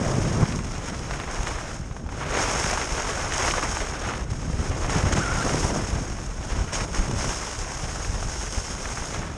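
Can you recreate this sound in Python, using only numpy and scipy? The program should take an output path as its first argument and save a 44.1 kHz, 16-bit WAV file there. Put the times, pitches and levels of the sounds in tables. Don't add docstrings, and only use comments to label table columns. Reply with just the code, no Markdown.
import sys
import numpy as np
from scipy import signal
from scipy.fft import rfft, irfft, next_fast_len
from scipy.io import wavfile
from scipy.ndimage import map_coordinates

SR = 44100
rng = np.random.default_rng(int(sys.argv[2]) if len(sys.argv) > 2 else 0)


def int16_out(signal):
    q = np.round(np.clip(np.atleast_2d(signal).T, -1, 1) * 32767)
    wavfile.write(sys.argv[1], SR, q.astype(np.int16))


N = 413216

# time of full pressure, rise, hold and release in seconds, scrape and spray in dB.
TURNS = [(0, .05, 1.84, 0.34, -41, -47), (2.37, 0.32, 1.72, 0.14, -36.5, -43),
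         (4.98, 0.89, 0.68, 1, -33.5, -38), (7.2, 0.8, 1.93, 0.17, -38.5, -39)]
# time of full slip, rise, hold and release in seconds,
# scrape and spray in dB.
SKIDS = [(0.006, 0.17, 0.48, 0.3, -39, -40.5), (0.868, 0.031, 0.028, 0.23, -38, -43),
         (1.116, 0.072, 0.16, 0.29, -40.5, -63), (1.488, 0.59, .03, 0.49, -36, -41),
         (2.198, 0.22, 0.095, 0.11, -35, -46), (2.337, 0.055, 0.055, 0.37, -27, -48),
         (2.396, 0.13, 0.27, 1, -31, -32.5), (3.078, 0.6, 0.059, 0.52, -32.5, -38),
         (3.4, 0.17, 0.35, 0.33, -37, -36), (3.452, 0.32, 0.037, 0.1, -27.5, -33.5),
         (3.575, 0.037, 0.011, 0.022, -28.5, -36), (3.632, .012, 0.024, 0.045, -31.5, -37),
         (3.808, .02, 0.032, 0.07, -32.5, -44), (4.066, 0.04, 0.072, 0.25, -32.5, -43.5),
         (4.61, 0.19, 0.1, 0.11, -39, -44.5), (4.915, 0.069, 0.071, 0.11, -32.5, -39),
         (5.45, 0.62, 0.24, 0.49, -38, -35), (6.52, 0.23, 0.072, 0.31, -38.5, -42),
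         (6.727, 0.017, 0.11, .04, -33, -36), (6.96, 0.061, 0.013, 0.23, -32, -37),
         (7.19, 0.05, 0.04, 0.55, -33, -33), (8.385, 0.57, 0.29, 0.13, -63, -40),
         (8.944, 0.33, 0.21, 0.1, -52, -43), (9.144, 0.11, 0.021, 0.47, -36, -53)]
# time and hold in seconds, loss in dB.
EDGE_CHANGES = [(1.82, 0.12, 5.5), (2.03, 0.061, 8), (4.268, 0.023, 6.5)]
# start in seconds, level in dB, centre of the clack in Hz,
# seconds for the crumbling to fall 60 dB.
CLUMPS = [(0.455, -24, 1500, .03), (0.524, -21, 1700, 0.018), (0.590, -23, 1140, 0.029),
          (0.947, -23, 1100, 0.027), (1.110, -16.5, 1090, 0.023), (1.136, -22, 1390, .05),
          (1.200, -17.5, 1240, .025), (1.236, -24, 1300, 0.036), (1.471, -16, 1280, 0.037),
          (1.912, -29.5, 1000, 0.035), (1.965, -28.5, 970, 0.067), (2.064, -29, 700, 0.028),
          (2.09, -28, 990, 0.063), (2.125, -25, 890, 0.027), (2.641, -12, 1380, 0.021),
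          (2.699, -16.5, 1650, 0.028), (2.731, -15, 1020, 0.028), (2.775, -13.5, 930, 0.043),
          (2.815, -13.5, 1130, .025), (3.322, -14.5, 1600, .02), (3.423, -15, 1300, 0.021),
          (3.45, -17, 1200, .025), (3.483, -14, 1390, .025), (3.51, -16, 2000, .025),
          (3.538, -14.5, 1100, 0.055), (3.581, -15, 950, 0.04), (3.6, -17, 800, 0.0094),
          (3.628, -15, 1130, 0.045), (3.77, -14.5, 1150, .018), (3.805, -21, 1500, .02),
          (4.845, -18.5, 900, 0.057), (4.896, -16.5, 1110, .025), (5.126, -16.5, 1390, .035),
          (5.173, -16.5, 1400, 0.034), (5.494, -15.5, 1250, .025), (6.187, -25, 925, 0.03),
          (6.429, -26, 1450, 0.017), (6.449, -29, 1090, 0.027), (6.754, -21, 1500, .025),
          (6.807, -21, 1500, .025), (6.948, -29, 1400, .012), (7.112, -20, 600, 0.022),
          (8.048, -19, 1320, 0.022), (8.227, -19.5, 800, 0.028), (8.584, -21, 895, 0.027),
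          (8.856, -22, 1430, 0.036), (8.889, -19.5, 960, 0.03), (8.974, -19.5, 1010, 0.027),
          (9.022, -24, 800, 0.027), (9.146, -21, 1520, .025)]
# start in seconds, level in dB, length in seconds.
SCRAPES_AND_CLICKS = [(1.463, -39, 0.028), (2.337, -37, .08), (3.333, -28.5, 0.017), (4.299, -41, 0.019),
                      (4.893, -32.5, 0.018), (5.12, -27, 0.017), (5.156, -33, 0.048), (6.729, -31, 0.036),
                      (6.774, -39, 0.068), (6.946, -28, 0.0018), (6.964, -35, 0.016), (7.11, -31, .003)]
# frequency in Hz, relative level in dB.
SCRAPE_SPECTRUM = [(100, -20.5), (250, -2), (400, 2), (620, 1), (900, -0.5), (1500, 0), (1800, -4.5),
                   (2150, -5.5), (3200, -10.5), (4300, -16.5), (7000, -36), (13000, -45.5)]
SPRAY_SPECTRUM = [(500, -14), (1500, -21), (3000, -0.5), (4250, -6), (5100, -0.5), (7000, 1.5),
                  (8000, -1.5), (9400, -4), (10000, -9.5), (10700, -25.5), (12500, -22), (14000, -66)]
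KNOCK_SPECTRUM = [(100, -36.5), (400, -7.5), (800, 4), (1400, -1), (2100, -1.5), (2900, -9.5), (4400, -23),
                  (13000, -51)]
BRIGHT_SPECTRUM = [(200, -3), (700, -17), (1500, 1), (2900, 1.5), (4300, -7.5), (7000, -1), (9400, -8.5),
                   (10700, -29), (14000, -40)]

# time in seconds, roar in dB, rumble in dB.
STEADY_WIND = [(0, -51, -35.5), (1.0, -34.5, -35), (1.6, -41.5, -36.5), (2.4, -36, -32),
               (3.2, -40.5, -32.5), (3.8, -37, -31), (4.15, -39, -34.5), (4.8, -34, -30.5),
               (5.9, -33.5, -32), (6.35, -39, -33), (7.2, -38, -30.5), (7.45, -43, -37), (8.15, -39.5, -31),
               (8.8, -42, -37), (9.37, -39, -37)]
# time of full strength, rise, hold and release in seconds,
# roar and hollow rush in dB.
GUSTS = [(0.01, 0.2, 0.1, 0.22, -26.5, -29.5), (.17, .15, 0.26, 0.046, -25, -32.5),
         (.49, 0.032, 0.097, 0.27, -27.5, -55), (2.35, 0.34, 0.026, 0.067, -46, -40),
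         (4.28, 0.07, 0.077, 0.16, -34.5, -60), (4.43, 0.08, 0.08, 0.24, -34, -58),
         (4.78, 0.26, 0.12, .1, -38, -36.5), (4.96, 0.04, 0.041, 0.08, -26, -35),
         (5.035, .04, 0.096, 0.18, -33, -33.5), (5.17, 0.1, 0.022, 0.035, -25, -32),
         (5.48, 0.12, 0.321, 0.045, -31, -32.5), (5.92, 0.12, 0.085, 0.19, -34, -40),
         (6.57, 0.14, 0.11, 0.18, -35, -46), (6.82, 0.082, 0.081, 0.044, -39, -40),
         (7.1, 0.18, 0.042, 0.073, -30, -37), (7.26, .06, 0.021, .07, -28.5, -40),
         (8.09, 0.06, 0.043, 0.15, -38, -56), (9.17, 0.082, 0.08, 0.18, -35, -53)]
# midpoint in seconds, level in dB, pitch in Hz.
BUFFETS = [(0.185, -12.5, 199), (0.592, -21, 100), (0.427, -14.5, 55.3), (0.436, -11, 114),
           (1.402, -20, 44.3), (1.52, -27, 55), (2.065, -22, 53.7), (2.316, -24, 55), (2.648, -19.5, 130),
           (2.924, -20, 45), (3.7, -25, 45), (3.83, -23, 38), (4.076, -20.5, 75), (4.225, -21.5, 54),
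           (4.292, -23, 110), (4.321, -19.5, 90), (4.478, -20, 115), (4.502, -16, 124), (4.541, -19, 85),
           (4.573, -20, 67), (4.601, -14.5, 58), (4.702, -21, 75), (4.965, -12, 164), (5.039, -13, 85),
           (5.055, -18, 95), (5.072, -14, 70), (5.137, -18, 65), (5.186, -13, 101), (5.651, -14, 89),
           (5.936, -15, 54), (6.527, -20, 70), (6.589, -17.5, 58.4), (6.616, -17.5, 65), (6.999, -11, 37),
           (7.116, -24, 130), (7.166, -20, 70), (7.29, -23, 60), (7.588, -24, 70.5), (7.838, -18.5, 112),
           (8.098, -21, 70), (8.158, -22, 55), (8.256, -24, 85), (8.579, -20, 62), (9.191, -23, 55)]
# time of full strength, rise, hold and release in seconds,
# level in dB.
RIPS = [(0.076, 0.073, 0.065, .03, -31), (0.429, 0.068, 0.01, .006, -24.5), (5.066, .02, 0.0067, .008, -32),
        (5.17, .02, 0.0065, .008, -33), (5.465, 0.017, 0.0091, .01, -26), (5.647, .03, 0.015, 0.024, -32.5),
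        (5.783, 0.021, 0.0064, 0.009, -39)]
# time of full strength, rise, hold and release
# in seconds, level in dB.
WHISTLES = [(5.202, .015, 0.038, 0.018, -30.5), (5.262, .015, 0.072, 0.032, -32),
            (5.38, .025, .035, .015, -32.5), (5.42, .01, 0.012, .01, -32.5)]
# time in seconds, pitch in Hz.
WHISTLE_PITCH = [(5.204, 1293), (5.228, 1557), (5.25, 1344), (5.266, 1446), (5.279, 1287), (5.292, 1460),
                 (5.306, 1350), (5.322, 1516), (5.345, 1440), (5.378, 1353), (5.392, 1424), (5.415, 1340),
                 (5.425, 1554)]
# frequency in Hz, relative level in dB.
RUMBLE_SPECTRUM = [(8, -23), (22, -3.5), (45, 0), (80, -4), (120, -14), (200, -28.5), (500, -56.5),
                   (2000, -120)]
ROAR_SPECTRUM = [(40, -25), (85, -2.5), (125, 2), (175, -2), (245, -6.5), (310, -12), (600, -26),
                 (1200, -38.5), (4000, -60), (13000, -95)]
RUSH_SPECTRUM = [(100, -18.5), (170, -3), (240, 5.5), (350, 7.5), (480, 4), (650, 2.5), (820, -4),
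                 (1200, -5.5), (2500, -31), (9000, -66)]
TORN_AIR_SPECTRUM = [(80, -27), (220, 1.5), (500, 3), (800, 0), (1250, -5.5), (1700, -11), (2300, -19),
                     (4000, -38), (13000, -59)]
# centre in Hz, width in Hz, boost in dB.
MIC_CAVITY = [(5430, 1010, 8.5), (6503, 330, 9.5)]


def skis(glide_scrape_db=-47.5, glide_spray_db=-47):
    edge_db, hiss_db = surges(TURNS + SKIDS, glide_scrape_db, glide_spray_db)
    lift_db = sum(db * swell(s, 0.13, hold, 0.036) for s, hold, db in EDGE_CHANGES)
    ground_db = 0.12 * wobble(28) - lift_db
    edge_db, hiss_db = edge_db + ground_db, hiss_db + ground_db
    chatter_db = 0.43 * wobble(40) + 0.93 * wobble(150)
    crunch = impulses(rate=2600, spread_db=6.5)
    grind = coloured(0.66 * crunch + rng.standard_normal(N), SCRAPE_SPECTRUM)
    grains = 0.47 * crunch + 0.43 * impulses(rate=1400, spread_db=9.0)
    powder = coloured(grains + rng.standard_normal(N), SPRAY_SPECTRUM, MIC_CAVITY)
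    scrape = amp(edge_db - 0.5) * unit(grind * amp(1.6 * chatter_db + 0.96 * wobble(30)))
    spray = amp(hiss_db) * unit(powder * amp(1.23 * chatter_db + 0.87 * wobble(35)))
    lumps = amp(edge_db - 5.0) * coloured(rattle(rate=150, t60=0.037, spread_db=1.5), KNOCK_SPECTRUM)
    return scrape + spray + lumps


def rattle(rate, t60, spread_db):
    t = np.arange(SR // 10) / SR
    decay = amp(-60 * t / t60)
    energy = signal.fftconvolve(impulses(rate, spread_db) ** 2, decay ** 2)[:N]
    return unit(np.sqrt(np.abs(energy)) * rng.standard_normal(N))


def clumps(q=0.88, clack_db=-1.5, crumble_db=-7.5, crackle_db=-22, rise_s=0.00025):
    knocks, crackle = np.zeros((2, N))
    t = np.arange(SR // 10) / SR
    for s, db, hz, t60 in CLUMPS:
        band = signal.iirpeak(hz, q, SR)
        strike_and_noise = [t == 0, rng.standard_normal(len(t))]
        clack, grit = signal.lfilter(*band, signal.lfilter(*band, strike_and_noise))
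        contact = amp(clack_db) * clack / np.abs(clack).max()
        crumbling = amp(-60 * t / t60) * (1 - np.exp(-t / rise_s))
        add(knocks, s, amp(db) * (contact + amp(crumble_db) * crumbling * unit(grit)))
        add(crackle, s, amp(db + crackle_db) * crumbling * rng.standard_normal(len(t)))
    return knocks + coloured(crackle, SPRAY_SPECTRUM, MIC_CAVITY)


def scrapes_and_clicks(ramp_s=0.0039):
    strength = np.zeros(N)
    t = np.arange(SR // 10) / SR
    for s, db, length in SCRAPES_AND_CLICKS:
        gate = np.clip(np.minimum(t, length - t + ramp_s) / ramp_s, 0, 1)
        add(strength, s, amp(db) * gate)
    return strength * coloured(impulses(rate=5000, spread_db=1.0), BRIGHT_SPECTRUM, MIC_CAVITY)


def headwind(steady_rush_db=-6.5, rumble_growth=0.17):
    steady_roar_db, steady_rumble_db = curves(STEADY_WIND)
    roar_db, rush_db = surges(GUSTS, steady_roar_db, steady_roar_db + steady_rush_db)
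    rumble_db = steady_rumble_db + rumble_growth * (roar_db - steady_roar_db)
    puff_db = 0.71 * wobble(14)
    eddies = 1.08 * impulses(rate=110, spread_db=2.0) + rng.standard_normal(N)
    rumble = unit(coloured(eddies, RUMBLE_SPECTRUM) * amp(puff_db + 0.41 * wobble(4.2) + wobble(45)))
    flow = 0.73 * impulses(rate=130, spread_db=3.0) + rng.standard_normal(N)
    roar = unit(coloured(flow, ROAR_SPECTRUM) * amp(puff_db + 0.82 * wobble(30) + 2.3 * wobble(170)))
    rush = unit(coloured(rng.standard_normal(N), RUSH_SPECTRUM) * amp(3.0 * wobble(200)))
    return amp(rumble_db) * rumble + amp(roar_db) * roar + amp(rush_db) * rush


def buffets(width_cycles=0.38, tear_db=-17):
    swing, tear = np.zeros((2, N))
    t = np.arange(-SR // 10, SR // 10) / SR
    for s, db, hz in BUFFETS:
        push = amp(db) * np.exp(-0.5 * (t * hz / width_cycles) ** 2)
        add(swing, s + t[0], push * np.cos(2 * np.pi * (hz * t + rng.random())))
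        add(tear, s + t[0], push * rng.standard_normal(len(t)))
    return swing + amp(tear_db) * coloured(tear, ROAR_SPECTRUM)


def rips(flutter_db=1.0):
    strength = sum(amp(db) * swell(*timing) for *timing, db in RIPS)
    torn_air = coloured(rng.standard_normal(N), TORN_AIR_SPECTRUM)
    return strength * unit(torn_air * amp(flutter_db * wobble(300)))


def whistle(jitter=0.03, flutter_db=1.5):
    hz, = curves(WHISTLE_PITCH)
    blowing = sum(amp(db) * swell(*timing) for *timing, db in WHISTLES)
    phase = 2 * np.pi * np.cumsum(hz * (1 + jitter * wobble(700))) / SR
    return blowing * amp(flutter_db * wobble(280)) * np.sqrt(2) * np.sin(phase)


def swell(s, rise, hold, release, span_db=20):
    t = np.arange(N) / SR - s
    outside = np.maximum(-t / rise, 0) + np.maximum((t - hold) / release, 0)
    return amp(-span_db * np.minimum(outside, 10))


def surges(rows, *steady_db):
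    shapes = np.array([swell(*row[:4]) for row in rows])
    gains = amp(np.array(rows)[:, 4:].T)
    powers = gains ** 2 @ shapes ** 2
    return [10 * np.log10(power + amp(db) ** 2) for power, db in zip(powers, steady_db)]


def impulses(rate, spread_db):
    chance, force, sign = rng.random(N), rng.standard_normal(N), rng.choice([-1, 1], N)
    return unit((chance < rate / SR) * sign * amp(spread_db * np.minimum(force, np.pi)))


def coloured(x, spectrum, peaks=()):
    size = 2 * next_fast_len(N // 2 + SR // 4)
    hz = np.fft.rfftfreq(size, 1 / SR)
    points_hz, points_db = np.transpose(spectrum)
    db = np.interp(np.log(hz + 1), np.log(points_hz), points_db)
    db += sum(boost / (1 + (2 * (hz - centre) / width) ** 2) for centre, width, boost in peaks)
    cepstrum = irfft(np.log(unit(amp(db))))
    cepstrum[1:size // 2] *= 2
    cepstrum[size // 2 + 1:] = 0
    return irfft(rfft(x, size) * np.exp(rfft(cepstrum)))[:N]


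def wobble(rate):
    knots = rng.standard_normal(int(N * rate / SR) + 4)
    return map_coordinates(knots, [np.arange(N) * rate / SR])


def curves(rows):
    times, *columns = np.transpose(rows)
    return [np.interp(np.arange(N) / SR, times, column) for column in columns]


def add(track, s, sound):
    part = track[max(round(s * SR), 0):][:len(sound)]
    part += sound[:len(part)]


def amp(db):
    return 10 ** (np.asarray(db) / 20)


def unit(x):
    return x / np.sqrt(np.mean(x ** 2) + 1e-20)


def scene():
    return (skis() + clumps() + scrapes_and_clicks() + headwind() + buffets() + rips() + whistle())[None]


def record(dry):
    top_hz = 13400
    size = next_fast_len(N + SR // 2)
    passband = np.fft.rfftfreq(size, 1 / SR) < top_hz
    return irfft(rfft(dry, size) * passband, size)[:, :N]


dry = scene()
out = record(dry)
int16_out(out)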